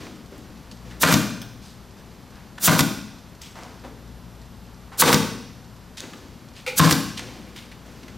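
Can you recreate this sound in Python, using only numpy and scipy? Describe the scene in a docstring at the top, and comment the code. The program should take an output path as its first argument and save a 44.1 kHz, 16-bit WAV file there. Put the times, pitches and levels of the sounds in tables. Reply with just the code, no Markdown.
"""Four sharp cracks, each with a woody boom, a rush of air and a clack; clicks, rubs and a hum between them.
A pneumatic stapler fixes cane webbing to a wooden chair frame in a live workshop. Per shot: the trigger valve
spits, the driver slams the staple home, the cylinder exhausts, the piston clacks back. Air and contacts are
coloured noise, often through resonators; the frame is decaying sine modes, the motor is steady sines. Room
reflections are decaying noise; the recorder's limiter squashes the blows."""
import sys
import numpy as np
from scipy import signal
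from scipy.fft import rfft, irfft
from scipy.io import wavfile
from scipy.ndimage import uniform_filter1d, minimum_filter1d

SR = 44100
rng = np.random.default_rng(int(sys.argv[2]) if len(sys.argv) > 2 else 0)


def transcribe(u):
    """Save the signal u as a 16-bit wav file named by the first command-line argument.

    u: samples, shape (n,) or (channels, n), limited to [-1, 1]; the rate is SR.
    q: integer samples, one column per channel.
    """
    v = np.clip(np.atleast_2d(u).T, -1, 1)
    q = np.round(v * 32767).astype(np.int16)
    wavfile.write(sys.argv[1], SR, q)


N = 360297
TIME_S = np.arange(N) / SR

# Shots. Each row: driver strike in seconds, trigger hold in seconds, valve lead in seconds, spit in dB,
# crack in dB, push on the frame in dB, rush in dB, rail pitch in Hz, rail ring in dB.
SHOTS = [(1.0367, 0.088, 0.04, -15, 2, -8.5, -11.5, 646, -16.5),
         (2.6817, 0.11, 0.085, -13.5, -1, -7, -15.5, 607, -14),
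         (5.025, .1032, .051, -9, 2.5, -12, -9.5, 462, -10.5),
         (6.800, 0.11, 0.044, -14, -0.5, 0, -11.5, 1060, -8.5)]
# Driver blow. Each row: frequency in Hz, relative density in dB per Hz.
CRACK_SPECTRUM = [(30, -18), (100, 2), (350, -2), (700, -2), (1100, 11.5), (2000, 3), (5000, -6.5),
                  (8000, -7.5), (10500, -13), (13500, -13), (16000, -81)]
# Piston return. Each row: frequency in Hz, relative density in dB per Hz.
CLACK_SPECTRUM = [(30, 1), (200, 13.5), (600, -5.5), (1200, 14), (2600, 2), (5500, 3.5), (8500, -1),
                  (10500, -3.5), (13500, -1), (16000, -21)]
# Valve reseating and cane ticks. Each row: frequency in Hz, relative density in dB per Hz.
SNAP_SPECTRUM = [(30, -23), (600, -1), (1500, -12), (3500, 3), (5500, 5), (8500, -3.5), (10500, -32),
                 (13500, -11), (16000, -51)]
# Stapler housing resonances. Each row: centre in Hz, width in Hz, relative level in dB.
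HOUSING_MODES = [(597, 60, -3), (897, 50, -18), (1013, 94, -4), (1340, 42, -12.5), (1437, 62, 0),
                 (1549, 67, -0.5), (1975, 56, 2), (2350, 280, -12), (3600, 290, -6)]
# Chair frame modes. Each row: frequency in Hz, level in dB, 60 dB decay time in seconds.
FRAME_MODES = [(101.4, -22.5, 0.5), (117.6, -18, 0.97), (156.6, -4.5, 0.29), (170.9, -10.5, 0.46),
               (204.4, -16.5, 0.74), (235.7, -26.5, 0.8), (271.8, -15.5, 0.47), (309.4, -17.5, 0.59),
               (336.3, -25, 0.48), (419.3, -35.5, 0.45), (467, -25, 0.19), (534, -26.5, 0.2)]
# Cylinder exhaust. Each row: frequency in Hz, relative density in dB per Hz.
RUSH_SPECTRUM = [(30, -30), (100, 1.5), (280, -3.5), (600, 0), (1100, -3), (2000, -3.5), (5000, -5.5),
                 (8000, -12.5), (10300, -19), (13000, -17), (16000, -30)]
# Trigger valve jet. Each row: frequency in Hz, relative density in dB per Hz.
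SPIT_SPECTRUM = [(35, -37), (150, 1), (800, -7.5), (1500, -0.5), (2000, -9), (3500, 1), (7000, 4.5),
                 (10500, 3), (13500, 4), (16000, 2)]
# Tool set down or knocked, wood and cane rubbed. Each row: start in seconds, level in dB, centre in Hz,
# fade in seconds.
TAPS = [(.311, -39.5, 514, .035), (.066, -33, 2300, .003), (.378, -37, 13000, .0036),
        (0.712, -33.5, 5800, .0072), (0.9015, -37, 2190, 0.025), (1.62, -39.5, 5800, 0.057),
        (2.322, -44, 1640, 0.068), (2.578, -26.5, 1750, 0.0064), (3.409, -35, 4250, 0.045),
        (3.547, -33.5, 1160, 0.077), (3.633, -31, 6500, 0.0023), (3.835, -32, 610, 0.028),
        (4.913, -35.5, 1410, .033), (5.968, -26, 5070, 0.018), (6.0043, -15, 6550, 0.00087),
        (6.0286, -32.5, 1880, 0.014), (6.1333, -28.5, 2320, 0.0045), (6.551, -36, 3830, 0.037),
        (7.171, -23, 4500, 0.014), (7.192, -19.5, 2450, 0.0047), (7.552, -33.5, 3740, 0.042),
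        (7.713, -33.5, 2650, 0.011), (8.0303, -36.5, 4540, 0.0055), (8.08, -33, 2170, 0.0062)]
# Staple magazine rattles. Each row: start in seconds, level in dB.
CLINKS = [(3.416, -36)]
# Steel magazine resonances. Each row: centre in Hz, width in Hz, relative level in dB.
MAGAZINE_MODES = [(3520, 270, -9), (5540, 600, -3), (6400, 260, -2), (7540, 200, 0), (12200, 1500, -21)]
# Tool nose snaps down or drags. Each row: start in seconds, level in dB, fade in seconds.
CATCHES = [(6.6638, -25, 0.018), (6.676, -25, 0.033), (7.22, -49, 0.093), (7.471, -53, 0.099)]
# Steel nose resonances. Each row: centre in Hz, width in Hz, relative level in dB.
NOSE_MODES = [(516, 40, 3), (865, 65, -3), (1420, 300, -9), (2290, 330, 4), (3600, 210, -11),
              (4020, 250, -15), (5460, 1000, -46)]
# Trigger springs back. Each row: start in seconds, level in dB.
TRIGGER_CLICKS = [(1.4167, -31), (7.5617, -40)]
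# Trigger resonances. Each row: centre in Hz, width in Hz, relative level in dB.
TRIGGER_MODES = [(960, 150, -1), (1470, 230, 2), (3330, 410, -2), (5360, 370, 0), (8500, 650, -8.5),
                 (12800, 2500, -16)]
# Hands slide over cane and frame. Each row: start in seconds, level in dB, fade in seconds.
RUBS = [(0, -38, 0.096), (.3, -52.5, 0.9), (.85, -51, 0.21), (1.95, -56, .25), (3.55, -48.5, 0.24),
        (6.0, -42, 0.2), (7.2, -41.5, 0.24), (7.85, -50.5, 0.97)]
# Sliding friction. Each row: frequency in Hz, relative density in dB per Hz.
RUB_SPECTRUM = [(40, -4.5), (200, 3.5), (400, 3), (800, -5), (2400, -9), (6000, -13), (10000, -25.5),
                (16000, -31)]
# Motor lines. Each row: frequency in Hz, relative level in dB.
HUM_LINES = [(59.2, 1), (118.4, -2.5), (177.6, -4.5), (236.9, -7.5)]
# Hum level over time. Each row: time in seconds, level in dB.
HUM_LEVEL = [(0.0, -63), (0.91, -46), (1.32, -53), (3.43, -59), (4.12, -47), (4.69, -51), (6.67, -58.5),
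             (8.17, -50)]
# Workshop air noise. Each row: frequency in Hz, relative density in dB per Hz.
AIR_SPECTRUM = [(15, -10), (25, -4.5), (59, 3), (185, 1.5), (236, -1), (285, -7.5), (659, -17),
                (1020, -17.5), (1190, -19), (2350, -25.5), (5000, -27), (9840, -38), (12900, -32.5),
                (14800, -42), (16000, -92)]
# Reflection colour. Each row: frequency in Hz, gain in dB.
ROOM_COLOUR = [(35, -31), (70, -7), (200, 9), (600, -2), (2000, -7.5), (6000, -6), (10000, -5.5),
               (16000, -1)]
# Reverberation. Each row: frequency in Hz, 60 dB decay time in seconds.
ROOM_T60 = [(100, 1), (300, 0.78), (1000, 0.59), (3000, 0.84), (6000, 0.84), (10000, 0.56), (16000, 0.51)]
# Channel balance by band. Each row: frequency in Hz, left minus right in dB.
BALANCE = [(30, 2), (60, 5), (140, 7), (210, 5), (330, 2.5), (500, .3), (1200, .3), (2000, 0)]
# Stereo width by band. 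Each row: frequency in Hz, side gain in dB.
WIDTH = [(60, -40), (500, -18), (1200, -26), (2500, -40.5), (4500, -43), (6400, -17), (9300, -7.5),
         (11000, -17), (16000, -70)]

# Driver meets the staple, drives it home, hits its stop; levels relative to the main blow.
MEET_LEAD_S, MEET_CRACK_DB, MEET_PUSH_DB = 0.0045, -5, -18.5
STOP_LAG_S, STOP_CRACK_DB, STOP_PUSH_DB = 0.012, -7, -6
# On release the piston clacks back, then the valve snaps onto its seat.
CLACK_DB, CLACK_PUSH_DB = -8.5, -17.5
RESEAT_LAG_S, RESEAT_DB, RESEAT_PUSH_DB = 0.0148, -11, -9.5
RAIL_WIDTH_HZ, HOUSING_DB = 57, -7.5
RUSH_FADE_S = 0.073
# The jet swells for a share of its lead and shuts before the blow; a weaker one vents around the release.
SWELL_SHARE, SHUT_LEAD_S = 0.67, 0.0083
VENT_LEAD_S, VENT_SWELL_S, VENT_HOLD_S, VENT_DB = 0.016, 0.0067, 0.028, -26
MAGAZINE_RING_DB, MAGAZINE_RING_S = -17, 0.12  # spring buzz, relative to the clink
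FRICTION_GRAIN_DB = 2.5
RUMBLE_DB, HISS_DB = -47.5, -52.5
CUTOFF_HZ = 15900


def piston():
    """Driver cracks, and return clacks and snaps; all rattle the housing, each staple rings the rail."""
    blows, returns, reseats = strokes()
    cracks = colour(contacts(blows, fade_s=0.0033), CRACK_SPECTRUM)
    for strike_s, *_, rail_hz, rail_db in SHOTS:
        rail = resonate(burst(fade_s=0.018), [(rail_hz, RAIL_WIDTH_HZ, 0)])
        add(cracks, strike_s, from_db(rail_db) * rail)
    clacks = colour(contacts(returns, fade_s=0.0069), CLACK_SPECTRUM)
    clacks += colour(contacts(reseats, fade_s=0.0038), SNAP_SPECTRUM)
    housing = resonate(contacts(blows + returns + reseats, fade_s=0.0038), HOUSING_MODES)
    return cracks + from_db(HOUSING_DB) * housing, clacks


def strokes():
    """Contacts as rows (seconds, dB, push on the frame in dB): blows, returns, reseats."""
    blows, returns, reseats = [], [], []
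    for strike_s, held_s, _, _, crack_db, push_db, *_ in SHOTS:
        release_s = strike_s + held_s
        blows += [
            (strike_s - MEET_LEAD_S, crack_db + MEET_CRACK_DB, push_db + MEET_PUSH_DB),
            (strike_s, crack_db, push_db),
            (strike_s + STOP_LAG_S, crack_db + STOP_CRACK_DB, push_db + STOP_PUSH_DB),
        ]
        returns.append((release_s, CLACK_DB, CLACK_PUSH_DB))
        reseats.append((release_s + RESEAT_LAG_S, RESEAT_DB, RESEAT_PUSH_DB))
    return blows, returns, reseats


def chair():
    """Every stroke is an impulse on the frame, which booms in its decaying modes."""
    pushes, t = np.zeros(N), TIME_S[:SR]
    for s, _, push_db in sum(strokes(), []):
        pushes[round(s * SR)] = from_db(push_db)
    ring = np.zeros(SR)
    for hz, db, t60_s in FRAME_MODES:
        ring += from_db(db) * np.sin(2 * np.pi * hz * t) * np.exp(-np.log(1000) * t / t60_s)
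    return butter_filter(signal.oaconvolve(pushes, ring)[:N], 2, 90, "high")


def exhaust(flutter_db=2.5):
    """Turbulent air leaves the cylinder in uneven puffs as its pressure falls."""
    rush = np.zeros(N)
    for strike_s, *_, rush_db, _, _ in SHOTS:
        add(rush, strike_s, from_db(rush_db) * burst(RUSH_FADE_S))
    flutter = from_db(flutter_db * grain(size=120) - 3.5)
    return colour(rush * flutter, RUSH_SPECTRUM)


def valve(rise_db, shut_s):
    """On pull and on release an air jet swells, holds and stops quickly."""
    jet, t = np.zeros(N), TIME_S[:SR // 2]

    def spit(swell_s, open_s, db):
        """Envelope of one jet."""
        closed = np.clip(1 - t / swell_s, 0, 1)
        shutting = np.exp(-np.maximum(t - open_s, 0) / shut_s)
        return from_db(db - rise_db * closed ** 1.41) * shutting

    for strike_s, held_s, lead_s, spit_db, *_ in SHOTS:
        pull = spit(SWELL_SHARE * lead_s, lead_s - SHUT_LEAD_S, spit_db)
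        vent = spit(VENT_SWELL_S, VENT_SWELL_S + VENT_HOLD_S, VENT_DB)
        add(jet, strike_s - lead_s, pull)
        add(jet, strike_s + held_s - VENT_LEAD_S, vent)
    return jet * colour(rng.standard_normal(N), SPIT_SPECTRUM)


def handling():
    """Small contact and friction sounds of tool, trigger, hands and cane."""
    small = taps() + rubs(attack_s=0.0052) + magazine() + nose()
    small += resonate(contacts(TRIGGER_CLICKS, fade_s=0.0074), TRIGGER_MODES)
    return small + cane(per_s=7.9, level_db=-54)


def taps():
    """Band-limited noise knocks and rubs of wood and cane; longer ones start more softly."""
    out = np.zeros(N)
    for s, db, hz, fade_s in TAPS:
        swell = 1 - np.exp(-TIME_S[:SR // 2] / (0.5 * fade_s))
        band_hz = [hz / 1.94, min(hz * 1.084, 0.45 * SR)]
        knock = butter_filter(swell * burst(fade_s), 1, band_hz, "band")
        add(out, s, from_db(db) * np.sqrt(SR / hz / 2) * knock)  # offsets the power lost in narrow bands
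    rough = out * from_db(FRICTION_GRAIN_DB * grain(size=90))
    return butter_filter(rough, 1, 9000, "low")


def magazine():
    """The staple magazine's steel rings to a short rattle while its spring goes on buzzing."""
    rattle = contacts(CLINKS, fade_s=0.008)
    buzz = contacts(CLINKS, fade_s=MAGAZINE_RING_S)
    return resonate(rattle + from_db(MAGAZINE_RING_DB) * buzz, MAGAZINE_MODES)


def nose():
    """The steel nose rings to noise bursts as it snaps down or drags."""
    catch = np.zeros(N)
    for s, db, fade_s in CATCHES:
        add(catch, s, from_db(db) * burst(fade_s))
    return resonate(catch, NOSE_MODES)


def rubs(attack_s):
    """Skin sliding on cane: soft noise that rises and dies away."""
    level = np.zeros(N)
    for s, db, fade_s in RUBS:
        add(level, s, from_db(db) * (1 - np.exp(-TIME_S / attack_s)) * np.exp(-TIME_S / fade_s))
    return level * colour(rng.standard_normal(N), RUB_SPECTRUM)


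def cane(per_s, level_db):
    """Dry strands tick faintly, at random times and strengths, under the hands."""
    strength_db = 2.4 * np.minimum(rng.exponential(1, N), 2)
    ticks = (rng.random(N) < per_s / SR) * from_db(strength_db)
    return from_db(level_db) * colour(signal.oaconvolve(ticks, burst(fade_s=0.0052))[:N], SNAP_SPECTRUM)


def workshop(x, build_s):
    """Diffuse reflections build up and die away, each band at its own rate."""
    t, edges_hz = TIME_S[:SR], np.geomspace(40, 18000, 13)
    white, hz = rfft(rng.standard_normal(SR)), np.fft.rfftfreq(SR, 1 / SR)
    tail = np.zeros(SR)
    for low, high in zip(edges_hz, edges_hz[1:]):
        band = irfft(white * (hz >= low) * (hz < high), SR)
        t60_s = at_hz(ROOM_T60, np.sqrt(low * high))
        tail += band * np.exp(-np.log(1000) * t / t60_s)
    tail *= 1 - np.exp(-t / build_s)
    response = colour(tail / np.linalg.norm(tail), ROOM_COLOUR, keep_power=False)
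    return signal.oaconvolve(x, response)[:N]


def motor():
    """Steady sines at a motor's turning rate and its first multiples, with a drifting level."""
    lines = np.zeros(N)
    for hz, db in HUM_LINES:
        lines += from_db(db) * np.sqrt(2) * np.sin(2 * np.pi * (hz * TIME_S + rng.random()))
    return lines * from_db(np.interp(TIME_S, *np.transpose(HUM_LEVEL)))


def room_air(rumble_db, hiss_db):
    """Steady workshop rumble and hiss: coloured noise split at 600 Hz."""
    noise = colour(rng.standard_normal(N), AIR_SPECTRUM)
    rumble = rms_one(butter_filter(noise, 2, 600, "low"))
    hiss = rms_one(butter_filter(noise, 2, 600, "high"))
    return rumble * from_db(rumble_db) - hiss * from_db(hiss_db)  # minus avoids a notch at the split


def from_db(db):
    """Decibels to gain."""
    return 10 ** (np.asarray(db) / 20)


def rms_one(x):
    """Scale to unit power."""
    return x / np.sqrt(np.mean(x ** 2) + 1e-20)


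def at_hz(points, hz):
    """Read a table on a log-frequency axis."""
    f, value = np.transpose(points)
    return np.interp(np.log(np.maximum(hz, 1)), np.log(f), value)


def butter_filter(x, order, hz, kind):
    """Causal Butterworth filter."""
    return signal.sosfilt(signal.butter(order, hz, kind, fs=SR, output="sos"), x)


def colour(x, spectrum, keep_power=True, size=8192):
    """Causal minimum-phase filter with the given spectrum."""
    gain = from_db(at_hz(spectrum, np.fft.rfftfreq(size, 1 / SR)))
    cepstrum = irfft(np.log(gain))
    cepstrum[1:size // 2] *= 2
    cepstrum[size // 2 + 1:] = 0
    pulse = irfft(np.exp(rfft(cepstrum)))
    if keep_power:
        pulse = pulse / np.linalg.norm(pulse)
    return signal.oaconvolve(x, pulse)[:len(x)]


def resonate(x, modes):
    """Parallel resonances (Hz, width in Hz, dB); white noise keeps its power."""
    kick = signal.unit_impulse(SR // 4)
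    pulse = np.zeros(len(kick))
    for hz, width_hz, db in modes:
        pulse += from_db(db) * signal.lfilter(*signal.iirpeak(hz, hz / width_hz, fs=SR), kick)
    return signal.oaconvolve(x, pulse / np.linalg.norm(pulse))[:len(x)]


def add(track, s, sound):
    """Mix a sound in at a time in seconds."""
    start = max(round(s * SR), 0)
    track[start:start + len(sound)] += sound[:N - start]


def burst(fade_s):
    """Noise that starts at once and dies away."""
    t = TIME_S[:SR // 2]
    return rng.standard_normal(len(t)) * np.exp(-t / fade_s)


def contacts(rows, fade_s):
    """A noise burst for each row of (seconds, dB)."""
    out = np.zeros(N)
    for s, db, *_ in rows:
        add(out, s, from_db(db) * burst(fade_s))
    return out


def grain(size):
    """Quick random swings of spread 1, smoothed over size samples."""
    return rms_one(uniform_filter1d(rng.standard_normal(N), size))


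def scene():
    """Near sounds sit mid; room sound adds width by band, and the left channel takes more bass."""
    cracks, clacks = piston()
    frame, rush, jet, small = chair(), exhaust(), valve(rise_db=35, shut_s=0.0024), handling()
    to_room = from_db(-2.0) * cracks + from_db(-2.5) * clacks + from_db(-7.0) * jet
    to_room += from_db(-8) * rush + from_db(-1.5) * small
    near = cracks + clacks + jet + rush + frame + small + workshop(to_room, build_s=0.003)
    near = butter_filter(near, 2, 65, "high")  # small bodies radiate little deep bass
    mid = near + room_air(RUMBLE_DB, HISS_DB) + motor()
    wide = workshop(to_room + from_db(11) * jet, build_s=0.00067)
    wide += room_air(rumble_db=-61, hiss_db=-41)
    side = colour(wide, WIDTH, keep_power=False)
    ratio = from_db(at_hz(BALANCE, np.fft.rfftfreq(2 * N, 1 / SR)))
    side += irfft(rfft(mid, 2 * N) * (ratio - 1) / (ratio + 1))[:N]
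    return np.array([mid + side, mid - side])


def limiter(x, ceiling_db, release_db_per_s, size=128):
    """Gain drops just ahead of each peak and recovers quickly at a fixed rate."""
    over_db = np.maximum(20 * np.log10(np.abs(x).max(axis=0) + 1e-9) - ceiling_db, 0)
    release_db = release_db_per_s * TIME_S
    cut_db = np.maximum.accumulate(over_db + release_db) - release_db
    return x * from_db(uniform_filter1d(minimum_filter1d(-cut_db, size), 2 * size))


def record(dry):
    """Limiter, rounded peaks, and the top cut off."""
    held = np.tanh(limiter(dry, ceiling_db=-1.5, release_db_per_s=206))
    return signal.sosfilt(signal.ellip(12, 0.1, 80, CUTOFF_HZ, fs=SR, output="sos"), held)


dry = scene()
out = record(dry)
transcribe(out)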